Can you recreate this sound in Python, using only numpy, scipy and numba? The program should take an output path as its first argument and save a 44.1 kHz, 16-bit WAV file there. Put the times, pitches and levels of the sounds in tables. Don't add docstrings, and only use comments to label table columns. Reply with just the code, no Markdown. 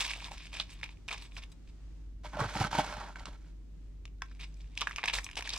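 import sys
import numpy as np
from scipy import signal
from scipy.fft import rfft, irfft
from scipy.io import wavfile
from numba import njit

SR = 44100
rng = np.random.default_rng(int(sys.argv[2]) if len(sys.argv) > 2 else 0)


def materialize(psi):
    bounded = np.clip(np.atleast_2d(psi).T, -1, 1)
    quanta = np.round(bounded * 32767).astype(np.int16)
    wavfile.write(sys.argv[1], SR, quanta)


def field_ratio(decibels):
    return 10 ** (np.asarray(decibels, dtype=float) / 20)


N = 246078
TIME = np.arange(N) / SR

# (time [s], pitch [Hz], level [dB])
FRIDGE_HUM = [(0.0, 48.7, -48.5), (1.15, 49.03, -52), (1.3, 47.84, -46), (1.71, 49.6, -52),
              (1.86, 50.12, -45.5), (3.57, 49.03, -48), (4.74, 49.44, -44.5), (4.79, 49.1, -50),
              (4.961, 48.95, -47), (5.0, 47.04, -60), (5.19, 46.7, -40), (5.28, 50.1, -53.5),
              (5.41, 50, -51), (5.58, 46.9, -45.5)]
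# (frequency [Hz], density [dB per Hz])
AIR_RUMBLE = [(15, -40), (30, 0.5), (62, -2.5), (80, -7), (110, -6.5), (135, -15), (162, -6), (195, -17),
              (300, -16), (420, -26), (600, -35), (1400, -60)]
# (frequency [Hz], density [dB per Hz])
AIR_HISS = [(300, -12), (600, 0), (2500, -5), (4000, -8), (6500, -10), (8500, -15), (10500, -26),
            (15000, -43)]

# (time [s], length [s], crunch [dB], dull part [dB], bright part [dB])
FIRST_PUSHES = [(0, 0.025, -40, -12, -5), (.03, 0.094, -46.5, -9.5, -7.5), (.14, 0.13, -59, -1, -7.5),
                (.235, 0.061, -69.5, 1, -1), (.31, 0.042, -61, -1, -3.5), (.37, 0.048, -64, -13, -11),
                (.42, 0.053, -62.5, -37, -7), (.525, 0.084, -54, -8.5, -10.5), (.592, 0.022, -60, 2, -11),
                (.69, 0.044, -66, -13, -3), (.828, 0.011, -50, -8, -12), (1.08, 0.01, -51.5, -4, -4),
                (1.105, 0.038, -49.5, -1.5, -8), (1.155, 0.1, -62, -12, -10.5),
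                (1.31, 0.086, -72.5, -24, -7), (1.365, 0.021, -53.5, -6.5, -10.5),
                (1.42, 0.017, -58.5, -11, -8.5), (1.672, 0.026, -72.5, -11, -7)]
# (time [s], length [s], crunch [dB], dull part [dB], bright part [dB])
SECOND_PUSHES = [(4.28, 0.038, -75, -10, -35), (4.393, 0.044, -56.5, -12, -12), (4.6, 0.013, -73, -20, -11),
                 (4.773, 0.0034, -57, -28, 0), (4.813, 0.013, -44, -5.5, -31),
                 (4.869, 0.0042, -59.5, 7, 2.5), (4.976, 0.021, -57.5, -4, -26),
                 (5.038, 0.0028, -38.5, -1.5, -16), (5.076, 0.0074, -40.5, -12.5, -12),
                 (5.083, 0.019, -54, -6, -17), (5.129, 0.052, -44, -7, -3.5), (5.368, 0.024, -46, 0, -12),
                 (5.444, 0.1, -52.5, -10, -12), (5.525, 0.058, -57, -6, -4)]
# (time [s], length [s], crunch [dB], dull part [dB], bright part [dB])
SETTLING = [
    (0.078, 0.85, -69.5, -5, -9),
    (1.11, 0.43, -87, 9, 3),
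    (4.221, 0.78, -79, -6, -5),
    (4.757, 0.85, -72, 2.5, -3),
]
# (time [s], peak [dB], pitch [Hz], bright part [dB])
FIRST_SNAPS = [(0.0054, -18, 3300, -20), (0.0134, -26, 3420, -30), (0.0484, -27.5, 2230, -18),
               (0.0635, -29, 2320, -15), (0.0784, -25.5, 2530, -19), (0.0962, -23, 2700, -28),
               (0.1054, -27.5, 2320, -28), (0.1346, -28, 2423, -27), (0.1514, -40, 3655, -25),
               (0.2035, -33.5, 2520, -35), (0.2435, -27.5, 3750, -37), (0.2504, -35, 2680, -21),
               (0.2824, -40, 2030, -23), (0.3174, -33, 2400, -23), (0.379, -37, 2468, -19),
               (0.4543, -35, 2320, -24), (0.5507, -31.5, 2553, -28), (0.5685, -27.5, 2500, -23.5),
               (0.5985, -20.5, 3800, -31), (0.616, -32, 3743, -30), (0.8315, -22, 2160, -45),
               (0.8396, -27, 2700, -27), (0.86, -35.5, 2370, -25), (0.8909, -35.5, 2560, -33),
               (1.085, -25.5, 2600, -27), (1.1124, -24.5, 2220, -32), (1.1354, -28, 2920, -29),
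               (1.1786, -40, 2600, -14), (1.3668, -31, 2442, -32), (1.4353, -35.5, 2480, -24)]
# (time [s], peak [dB], pitch [Hz], bright part [dB])
SECOND_SNAPS = [(4.775, -20.5, 2710, -24), (4.8083, -24, 3020, -17), (4.815, -16, 3200, -23),
                (4.8709, -19, 1520, -35), (4.9098, -28, 1680, -28), (4.9604, -23.5, 2770, -19),
                (4.9829, -22, 2190, -31), (4.9922, -29, 2270, -40), (5.0304, -24, 2200, -40),
                (5.0382, -25, 1730, -36), (5.0564, -25, 2400, -15.5), (5.0781, -22, 2420, -34),
                (5.0847, -14.5, 2760, -32), (5.0979, -18, 2690, -31), (5.1076, -31, 2390, -24),
                (5.1233, -46, 2400, -34), (5.1404, -28, 2300, -36), (5.1513, -26, 3750, -32),
                (5.1634, -40, 2662, -22), (5.1857, -20, 1870, -28), (5.243, -38, 4150, -3.5),
                (5.2647, -28, 2600, -30), (5.2887, -34.5, 2267, -30), (5.3306, -38, 2400, -24),
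                (5.3547, -32.5, 3000, -16), (5.3737, -22.5, 3000, -20.5), (5.4073, -30, 1930, -20),
                (5.4235, -27, 2520, -20.5), (5.4919, -22, 3810, -19), (5.5031, -24.5, 4100, -32)]
# (time [s], peak [dB], pitch [Hz], bright part [dB])
SMALL_TICKS = [(0.0255, -38, 1710, -7), (0.047, -26, 2310, -4), (0.109, -27.5, 1800, -19),
               (0.1633, -32, 3730, -15), (0.1724, -38, 2890, -1), (0.258, -38, 3680, -7),
               (0.271, -39, 2630, -5), (0.434, -42, 2600, -9), (0.519, -44, 2649, -12),
               (0.535, -49, 2390, -22), (0.601, -15.5, 3330, -26), (0.621, -42, 5060, -5),
               (0.6366, -41, 5300, -9), (0.813, -39, 1980, -12), (0.872, -50, 2482, -17),
               (0.881, -47, 3570, -17), (1.119, -26, 2518, -18), (1.1431, -31, 2430, -13),
               (4.7526, -48, 3530, 0), (4.773, -36, 2760, -9), (4.788, -31, 4700, -11),
               (4.7952, -32, 2950, -13), (4.8027, -30, 2580, -21), (4.873, -22.5, 2620, -29),
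               (4.8885, -38, 2650, -31), (4.8944, -33, 1510, -6), (4.9188, -31, 2910, -15),
               (4.93, -32, 2330, -26), (4.9676, -34, 2480, -4), (5.002, -39, 2280, -30),
               (5.0209, -40, 2260, -32), (5.0394, -17, 2140, -26), (5.0481, -32, 2450, -9),
               (5.0813, -18, 2280, -29), (5.135, -19, 2550, -9), (5.1382, -17.5, 3840, -6),
               (5.2324, -39, 2336, -4), (5.3863, -27, 2470, -13), (5.444, -35, 3920, -13)]
# (time [s], peak [dB], pitch [Hz], bright part [dB])
LOOSE_CRUMBS = [(1.5253, -57, 3400, -16), (4.0544, -39.5, 3030, -15.5), (4.078, -51, 2616, -18),
                (4.2199, -26.5, 1620, -18.5), (4.314, -50, 1540, -21), (4.3496, -56, 2440, -10),
                (4.4102, -44, 2953, -11), (4.432, -41, 2580, -26), (4.607, -52, 3240, -14),
                (4.643, -56.5, 2490, -19), (5.3128, -39, 2820, -11), (5.475, -31.5, 2120, -14),
                (5.5341, -27, 4540, -28), (5.563, -36, 2470, -6), (1.093, -31, 2480, -24),
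                (1.501, -64, 7500, -6), (0.972, -60, 2500, -15), (4.185, -66, 4000, -13.5),
                (4.287, -59, 2400, -25), (1.3206, -45.5, 2550, -29), (4.542, -64, 5004, 0.5),
                (4.616, -60, 4500, -5), (5.299, -42, 2300, -20), (5.5372, -25, 4550, -27),
                (5.576, -41, 5500, -2)]
# (time [s], peak [dB], pitch [Hz])
WALL_FLEXES = [(0.014, -27, 916), (0.048, -35, 940), (0.085, -35, 920), (0.105, -38, 931),
               (0.161, -40, 760), (0.248, -48, 966), (0.284, -35, 940), (0.317, -28.5, 860),
               (0.601, -25.5, 1160), (0.831, -39, 1070), (1.105, -41, 711), (1.113, -29, 1300),
               (1.128, -34, 917), (1.135, -40, 1140), (1.144, -35, 1060), (4.809, -30, 1180),
               (4.819, -16.5, 1150), (4.827, -24, 1040), (4.91, -40, 1330), (4.984, -24.5, 1120),
               (4.991, -27, 1210), (5.038, -18.5, 905), (5.057, -30, 1190), (5.085, -23.5, 990),
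               (5.096, -26, 900), (5.137, -21, 1060), (5.15, -31, 1366), (5.162, -45, 920),
               (5.185, -24, 1336), (5.265, -33, 1080), (5.375, -43, 1018), (5.423, -30, 1056),
               (5.538, -41, 980), (5.551, -38, 945), (5.567, -28.5, 1100)]
# (time [s], peak [dB], pitch [Hz], t60 [s])
WALL_DROPS = [(4.054, -44, 1200, .01), (4.226, -50, 1560, .13), (4.2225, -42, 1650, .03),
              (4.223, -54, 1010, .03), (4.223, -47, 1314, .05), (4.054, -47, 2000, .008),
              (4.054, -46, 4900, .005), (4.2205, -37, 4900, .012), (4.2205, -37, 5800, .008),
              (4.209, -58, 1600, .03), (4.2205, -36, 3450, .012), (4.2205, -36, 2600, .015)]
# (frequency [Hz], density [dB per Hz])
POT_CRUNCH_COLOUR = [(210, -47), (350, -37), (563, -15.5), (892, -15), (1410, -23), (2420, -4), (3780, -13),
                     (7010, -21), (7960, -13), (13000, -43), (15500, -18)]
# (frequency [Hz], width [Hz], level [dB])
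POT_MODES = [(1070, 230, 3), (1730, 107, 6), (2530, 780, 3.5), (3750, 320, 8), (5220, 2250, 8)]

# (frequency [Hz], width [Hz], level [dB])
SPOON_MODES = [(2430, 90, -7), (3460, 160, -10), (3850, 140, -11), (6550, 220, -16), (4900, 260, -16),
               (5970, 100, -17), (7870, 80, -8), (9290, 90, -15), (13000, 150, -24)]
# (time [s], length [s], level [dB])
GRIT_SLIDES = [
    (0.672, 0.081, -81.5),
    (1.203, 0.054, -78.5),
    (1.326, 0.063, -82),
    (1.517, 0.0048, -73),
    (4.38, 0.11, -91),
    (4.563, 0.031, -89),
    (5.202, 0.013, -68),
    (5.236, 0.025, -69),
    (5.366, 0.029, -68),
]
# (time [s], peak [dB])
BOWL_PINGS = [(0.7345, -55), (1.2136, -63), (1.2261, -58), (1.524, -66), (5.053, -55), (5.1305, -50),
              (5.152, -48), (5.2086, -55), (5.244, -47), (5.366, -56), (5.3865, -50)]
# (frequency [Hz], level [dB], t60 [s])
BOWL_MODES = [(5980, -8, .025), (7876, 0, .032), (9300, -4, .05), (11580, -20, .04), (13010, -9, .06)]

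# (time [s], length [s], crunch [dB], bright part [dB])
DIG_STROKES = [(2.233, 0.034, -49.5, -7), (2.323, 0.073, -45, -24), (2.384, 0.057, -34.5, -16.5),
               (2.439, 0.019, -42.5, -11), (2.469, 0.088, -47, -5), (2.55, 0.059, -40.5, -7.5),
               (2.598, 0.033, -39.5, -6), (2.632, 0.04, -42, -10), (2.703, 0.086, -40, -5),
               (2.776, 0.036, -40, -5.5), (2.814, 0.12, -44, -9), (2.934, 0.11, -47.5, -13.5),
               (3.05, 0.05, -54.5, -21), (3.152, 0.022, -54, -7), (3.178, 0.058, -57, -6.5),
               (3.249, 0.039, -51.5, -7.5), (2.259, 0.87, -60, -4.5), (3.289, 0.063, -63, -6),
               (3.34, 0.16, -75, 2)]
# (time [s], peak [dB], pitch [Hz])
TUB_KNOCKS = [(2.3336, -30, 1070), (2.3709, -27.5, 690), (2.3945, -20.5, 800), (2.4031, -20, 1370),
              (2.4115, -32, 1130), (2.4494, -28, 1000), (2.5538, -23.5, 860), (2.561, -24, 829.3),
              (2.6088, -24, 1360), (2.6156, -21, 786), (2.6411, -18, 1430), (2.7297, -22, 900),
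              (2.7506, -16, 910), (2.7863, -13.5, 900), (2.7919, -13.5, 760), (2.7986, -40, 630),
              (3.2052, -35, 846), (2.247, -35, 750), (2.256, -33.5, 1010), (2.36, -39, 1130),
              (2.648, -19, 1320), (3.001, -36, 1476), (3.088, -46, 964), (3.222, -42, 1500)]
# (time [s], peak [dB], pitch [Hz], t60 [s])
WALL_RINGS = [
    (2.369, -37, 620, .07),
    (2.404, -25, 1118, 0.065),
    (2.42, -36, 446, 0.081),
    (2.61, -29, 774, 0.069),
    (2.783, -25.5, 1515, 0.044),
    (2.787, -29.5, 614, 0.098),
    (2.797, -31, 608, 0.067),
]
# (time [s], peak [dB], pitch [Hz])
TABLE_BUMPS = [(2.406, -32, 91.5), (2.414, -18.5, 124), (2.453, -28, 105), (2.557, -22.5, 167),
               (2.582, -39, 148), (2.606, -21, 118), (2.645, -23, 167), (2.729, -31.5, 153),
               (2.75, -42.5, 183), (2.784, -18.5, 202), (2.799, -32.5, 172)]
# (time [s], peak [dB], pitch [Hz], middle part [dB], bright part [dB])
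RIM_CLIPS = [
    (3.1575, -28.5, 1530, -3.5, -18),
    (3.195, -42.5, 1800, 9, 0),
    (3.2557, -31.5, 1432, 7.5, -1.5),
    (3.2695, -33, 1120, -2, -25),
]
# (frequency [Hz], density [dB per Hz])
TUB_CRUNCH_COLOUR = [(180, -41), (300, -40.5), (484, 0), (600, -2.5), (674, -2.5), (794, 1.5), (1540, -4),
                     (1970, -16.5), (6360, -24), (12300, -41.5), (15500, -81)]
# (frequency [Hz], width [Hz], level [dB])
TUB_MODES = [(604, 18, 4.5), (860, 167, -1), (1110, 27, -19), (1350, 110, -4), (1510, 45, -1),
             (2215, 57, -4.5), (3320, 50, -7), (4120, 55, -8.5)]
# (frequency [Hz], width [Hz], level [dB])
THUD_MODES = [(123, 96, 2), (169, 57, 1.5), (279, 52, -0.5)]

LONGER_RING = 0.55


def level(x, db):
    return x * field_ratio(db) / np.sqrt(np.mean(x ** 2))


def colour_db(hz, points):
    point_hz, point_db = np.transpose(points)
    return np.interp(np.log(hz), np.log(point_hz), point_db)


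def resonate(x, modes):
    x = x + 1e-15
    out = 0
    for hz, width, db in modes:
        out = out + field_ratio(db) * signal.lfilter(*signal.iirpeak(hz, hz / width, fs=SR), x)
    return out


@njit
def ring(at, hz, cycles, rise, size, lag, pan, n):
    out = np.zeros((2, n))
    for k in range(len(at)):
        s = 2 * np.pi * hz[k] * (1j - 1 / (2 * cycles[k]))
        contact = np.exp(-hz[k] / rise)
        for c in range(2):
            start = at[k] + (lag[k] if c == 0 else 0.)
            i = int(np.ceil(start))
            z = size[k] * (pan[k] if c == 0 else 1 / pan[k]) * np.exp(s * (i - start))
            p, rest = np.exp(s), contact ** (i - start)
            for j in range(max(i, 0), min(i + int(2.5 * cycles[k] / hz[k]) + 2, n)):
                out[c, j] += z.imag * (1 - rest)
                z *= p
                rest *= contact
    return out


def grains(s, hz, db, cycles, chance, lag=1.9, lag_spread=.9, pan_db=1.2, right_db=-.8, rise=.45):
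    side_db = right_db * hz / 2500 + pan_db * chance[0]
    size = field_ratio(db) * np.sign(chance[2])
    pitch = np.clip(hz, 60, .36 * SR) / SR
    delay = lag + lag_spread * chance[1]
    return ring(s * SR, pitch, cycles + 0 * s, rise, size, delay, field_ratio(side_db / 2), N)


def struck(t, db, hz, t60):
    cycles = np.pi * hz * t60 / np.log(1000)
    return grains(t, hz, db, cycles, rng.standard_normal((len(t), 3)).T)


def effort(start, length, db, rise=0.1, release_s=0.0066):
    gain = np.zeros(N)
    for t0, hold, size in zip(start, length, field_ratio(db)):
        first = int(t0 * SR)
        t = TIME[first:int((t0 + hold + .1) * SR)] - t0
        build_up = np.clip(t / (rise * min(hold, .1)), 0, 1)
        let_go = np.exp(-np.maximum(t - hold, 0) / (release_s + 0.08 * min(hold, .1)))
        gain[first:first + len(t)] += size * build_up * let_go
    return gain


def patchy(spread_db, hold):
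    steps = np.repeat(rng.standard_normal(N // hold + 1), hold)[:N]
    return field_ratio(spread_db * steps)


def steady(points, db, alike_hz):
    f = np.arange(N // 2 + 1) * SR / N + 1
    mid, side = rfft(rng.standard_normal((2, N))) * field_ratio(colour_db(f, points))
    side = side * np.clip(f / alike_hz, .05, 1)
    return level(irfft(np.array([mid + side, mid - side]), N), db)


def kitchen():
    t, hz, db = np.transpose(FRIDGE_HUM)
    phase = 2 * np.pi * np.cumsum(np.interp(TIME, t, hz)) / SR
    hum = np.sqrt(2) * field_ratio(np.interp(TIME, t, db)) * np.sin(phase)
    swell = field_ratio(2.2 * np.interp(TIME, np.arange(40) / 6, rng.standard_normal(40)))
    return hum + steady(AIR_RUMBLE, -54.5, 300) + swell * steady(AIR_HISS, -73.5, 3000)


def pot():
    edges_hz = [(1450, 5500), (350, 1450), (5500, 15500)]
    pushes = [*FIRST_PUSHES, *SECOND_PUSHES, *SETTLING]
    chips = crunch(pushes, POT_CRUNCH_COLOUR, edges_hz, count=40000, scatter_db=1.0, cycles=2.1,
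                   clump_db=3, rise=0.083)
    chips = chips + field_ratio(7) * snaps(breaking_chips(), 1010, 6240, 3.7, -8.0, 0.0076, count=7)
    wall = field_ratio(-5.5) * resonate(chips, POT_MODES)
    steel = field_ratio(1.5) * resonate(chips, SPOON_MODES)
    return chips + wall + steel + wall_flexes() + scrape() + crumbs_on_wall()


def crunch(table, colour, edges_hz, count, scatter_db, cycles, clump_db, rise):
    start, length, main_db, second_db, bright_db = np.transpose(table)[:5]
    even, chance = rng.random((count, 3)).T, rng.standard_normal((count, 3)).T
    s = start.min() + (max(start + length) + .1 - start.min()) * even[0]
    hz = 420 * (15500 / 420) ** np.sqrt(even[1])
    clumps = clump_db * np.interp(s, np.arange(0, 6, .005), rng.standard_normal(1200))
    db = colour_db(hz, colour) + (17 - 10 * LONGER_RING) * np.log10(hz / 1000)
    db = db - scatter_db * np.log(even[2]) + clumps
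    swings = cycles * (hz / 1000) ** LONGER_RING
    active = slice(int(s.min() * SR), int(s.max() * SR))
    out = 0
    for (lo, hi), part_db in zip(edges_hz, (0, second_db, bright_db)):
        pick = (hz >= lo) & (hz < hi)
        band = grains(s[pick], hz[pick], db[pick], swings[pick], chance[:, pick])
        rms = np.sqrt(np.mean(band[:, active] ** 2))
        out = out + band / rms * effort(start, length, main_db + part_db, rise)
    return out


def room(x):
    t60_s, tail_db, alike_hz = 0.15, -14.5, 900
    t = np.arange(SR // 3) / SR
    mid, side = rng.standard_normal((2, len(t))) * field_ratio(-60 * t / t60_s) * (t > .003)
    side = signal.lfilter(*signal.butter(1, alike_hz, "high", fs=SR), side)
    tail = signal.lfilter([1], [1, -.5], [mid + side, mid - side])
    tail = tail * field_ratio(tail_db) / np.sqrt(np.sum(tail ** 2, axis=1, keepdims=True))
    return signal.fftconvolve(x, tail, axes=1)[:, :N]


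def breaking_chips():
    pressed = np.vstack([FIRST_SNAPS, SECOND_SNAPS]) + [.0007, -3, 0, 5.5]
    small = np.array(SMALL_TICKS) + [0, -5.5, 0, -7.5]
    t, db, hz, bright_db = np.vstack([pressed, small, LOOSE_CRUMBS]).T
    dull_db = -22 + 1.5 * rng.standard_normal(len(t))
    return np.transpose([t, db, hz, dull_db, bright_db])


def snaps(table, second_hz, bright_hz, cycles, crumble_db, crumble_s, count):
    t, db, hz, second_db, bright_db = (c[:, None, None] for c in np.transpose(table))
    chance = rng.standard_normal((len(table), count, 7, 5))
    crumb = np.arange(count)[None, :, None] > 0
    wait = crumb * rng.random((len(table), count, 1))
    part = np.arange(7)[None, None, :]
    bright = part > 1
    pitch = np.where(bright, bright_hz * 1.21 ** (part - 3), second_hz)
    pitch = np.where(part == 0, hz, pitch)
    detune = np.where(bright, .06, np.where(crumb | (part > 0), .22, .02))
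    pitch = pitch * np.exp(detune * chance[..., 3])
    gain_db = db + np.where(part == 1, second_db, 0)
    gain_db = gain_db + np.where(bright, bright_db - 2.5 - 0.74 * (part - 3), 0)
    gain_db = gain_db + crumb * (crumble_db - 20 * wait + 4.2 * chance[..., 4])
    swings = np.where(bright, 10.5, cycles) + 0 * pitch
    late = bright * .001 * np.abs(chance[..., 0])
    when = t + crumble_s * wait + late
    sign = chance[..., 2].ravel()
    place = np.broadcast_to(chance[:, :, :1, :2], chance[..., :2].shape).reshape(-1, 2).T
    return grains(when.ravel(), pitch.ravel(), gain_db.ravel(), swings.ravel(), (*place, sign), rise=.85)


def wall_flexes():
    t, db, hz = np.transpose(WALL_FLEXES)
    return grains(t, hz, db - 4.5, 7.1, rng.standard_normal((len(t), 3)).T)


def scrape():
    grit = rng.standard_normal((2, N)) * patchy(4.0, hold=200)
    rubbing = level(grit[0] + 0.78 * grit, 36.6)
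    return resonate(rubbing * effort(*np.transpose(GRIT_SLIDES)), SPOON_MODES)


def pings():
    t, db = np.repeat(BOWL_PINGS, len(BOWL_MODES), axis=0).T
    hz, mode_db, t60 = np.tile(BOWL_MODES, (len(BOWL_PINGS), 1)).T
    return struck(t, db + mode_db, hz, t60)


def tub():
    edges_hz = [(350, 1750), (1750, 5500), (5500, 15500)]
    chips = crunch(strokes(), TUB_CRUNCH_COLOUR, edges_hz, count=12000, scatter_db=0.0, cycles=1.75,
                   clump_db=2, rise=0.32)
    knocks = [(*row, -3.5, -17) for row in TUB_KNOCKS]
    chips = chips + field_ratio(5) * snaps(knocks, 3000, 6500, 3.8, -10, .015, count=10)
    chips = chips + field_ratio(5.5) * snaps(RIM_CLIPS, 2940, 4700, 3.7, -3, 0.0088, count=4)
    wall = field_ratio(-1.5) * resonate(chips, TUB_MODES) + struck(*np.transpose(WALL_RINGS))
    right = field_ratio(np.array([[-.7], [.7]]))
    return right * (field_ratio(-5.5) * chips + wall + table_thuds() + table_bumps())


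def strokes():
    t, length, db, bright_db = np.transpose(DIG_STROKES)
    return np.transpose([t, length, db, 5.5 + 0.76 * bright_db, bright_db])


def table_thuds():
    start, length, db, _ = np.transpose(DIG_STROKES)
    full_stroke_db, growth, drag_db_per_s = -33, 0.06, -100
    thud_db = db + growth * (db - full_stroke_db) - 1.5 + drag_db_per_s * length
    shoves = level(rng.standard_normal(N) * patchy(6.7, hold=256), 12.6)
    shoves = shoves * effort(start, length, thud_db)
    return resonate(resonate(shoves, THUD_MODES), THUD_MODES)


def table_bumps():
    t, db, hz = np.transpose(TABLE_BUMPS)
    return grains(t, hz, db + 3.5, 2.3, rng.standard_normal((len(t), 3)).T, pan_db=.2, rise=.6)


def crumbs_on_wall():
    return struck(*np.transpose(WALL_DROPS))


def scene():
    chips = pot() + pings() + tub()
    chips = signal.sosfilt(signal.butter(2, 13000, fs=SR, output="sos"), chips)
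    return kitchen() + chips + room(chips)


def top_cut(x):
    return signal.sosfilt(signal.butter(12, 15740, fs=SR, output="sos"), x)


def record(dry):
    return top_cut(dry)


dry = scene()
out = record(dry)
materialize(out)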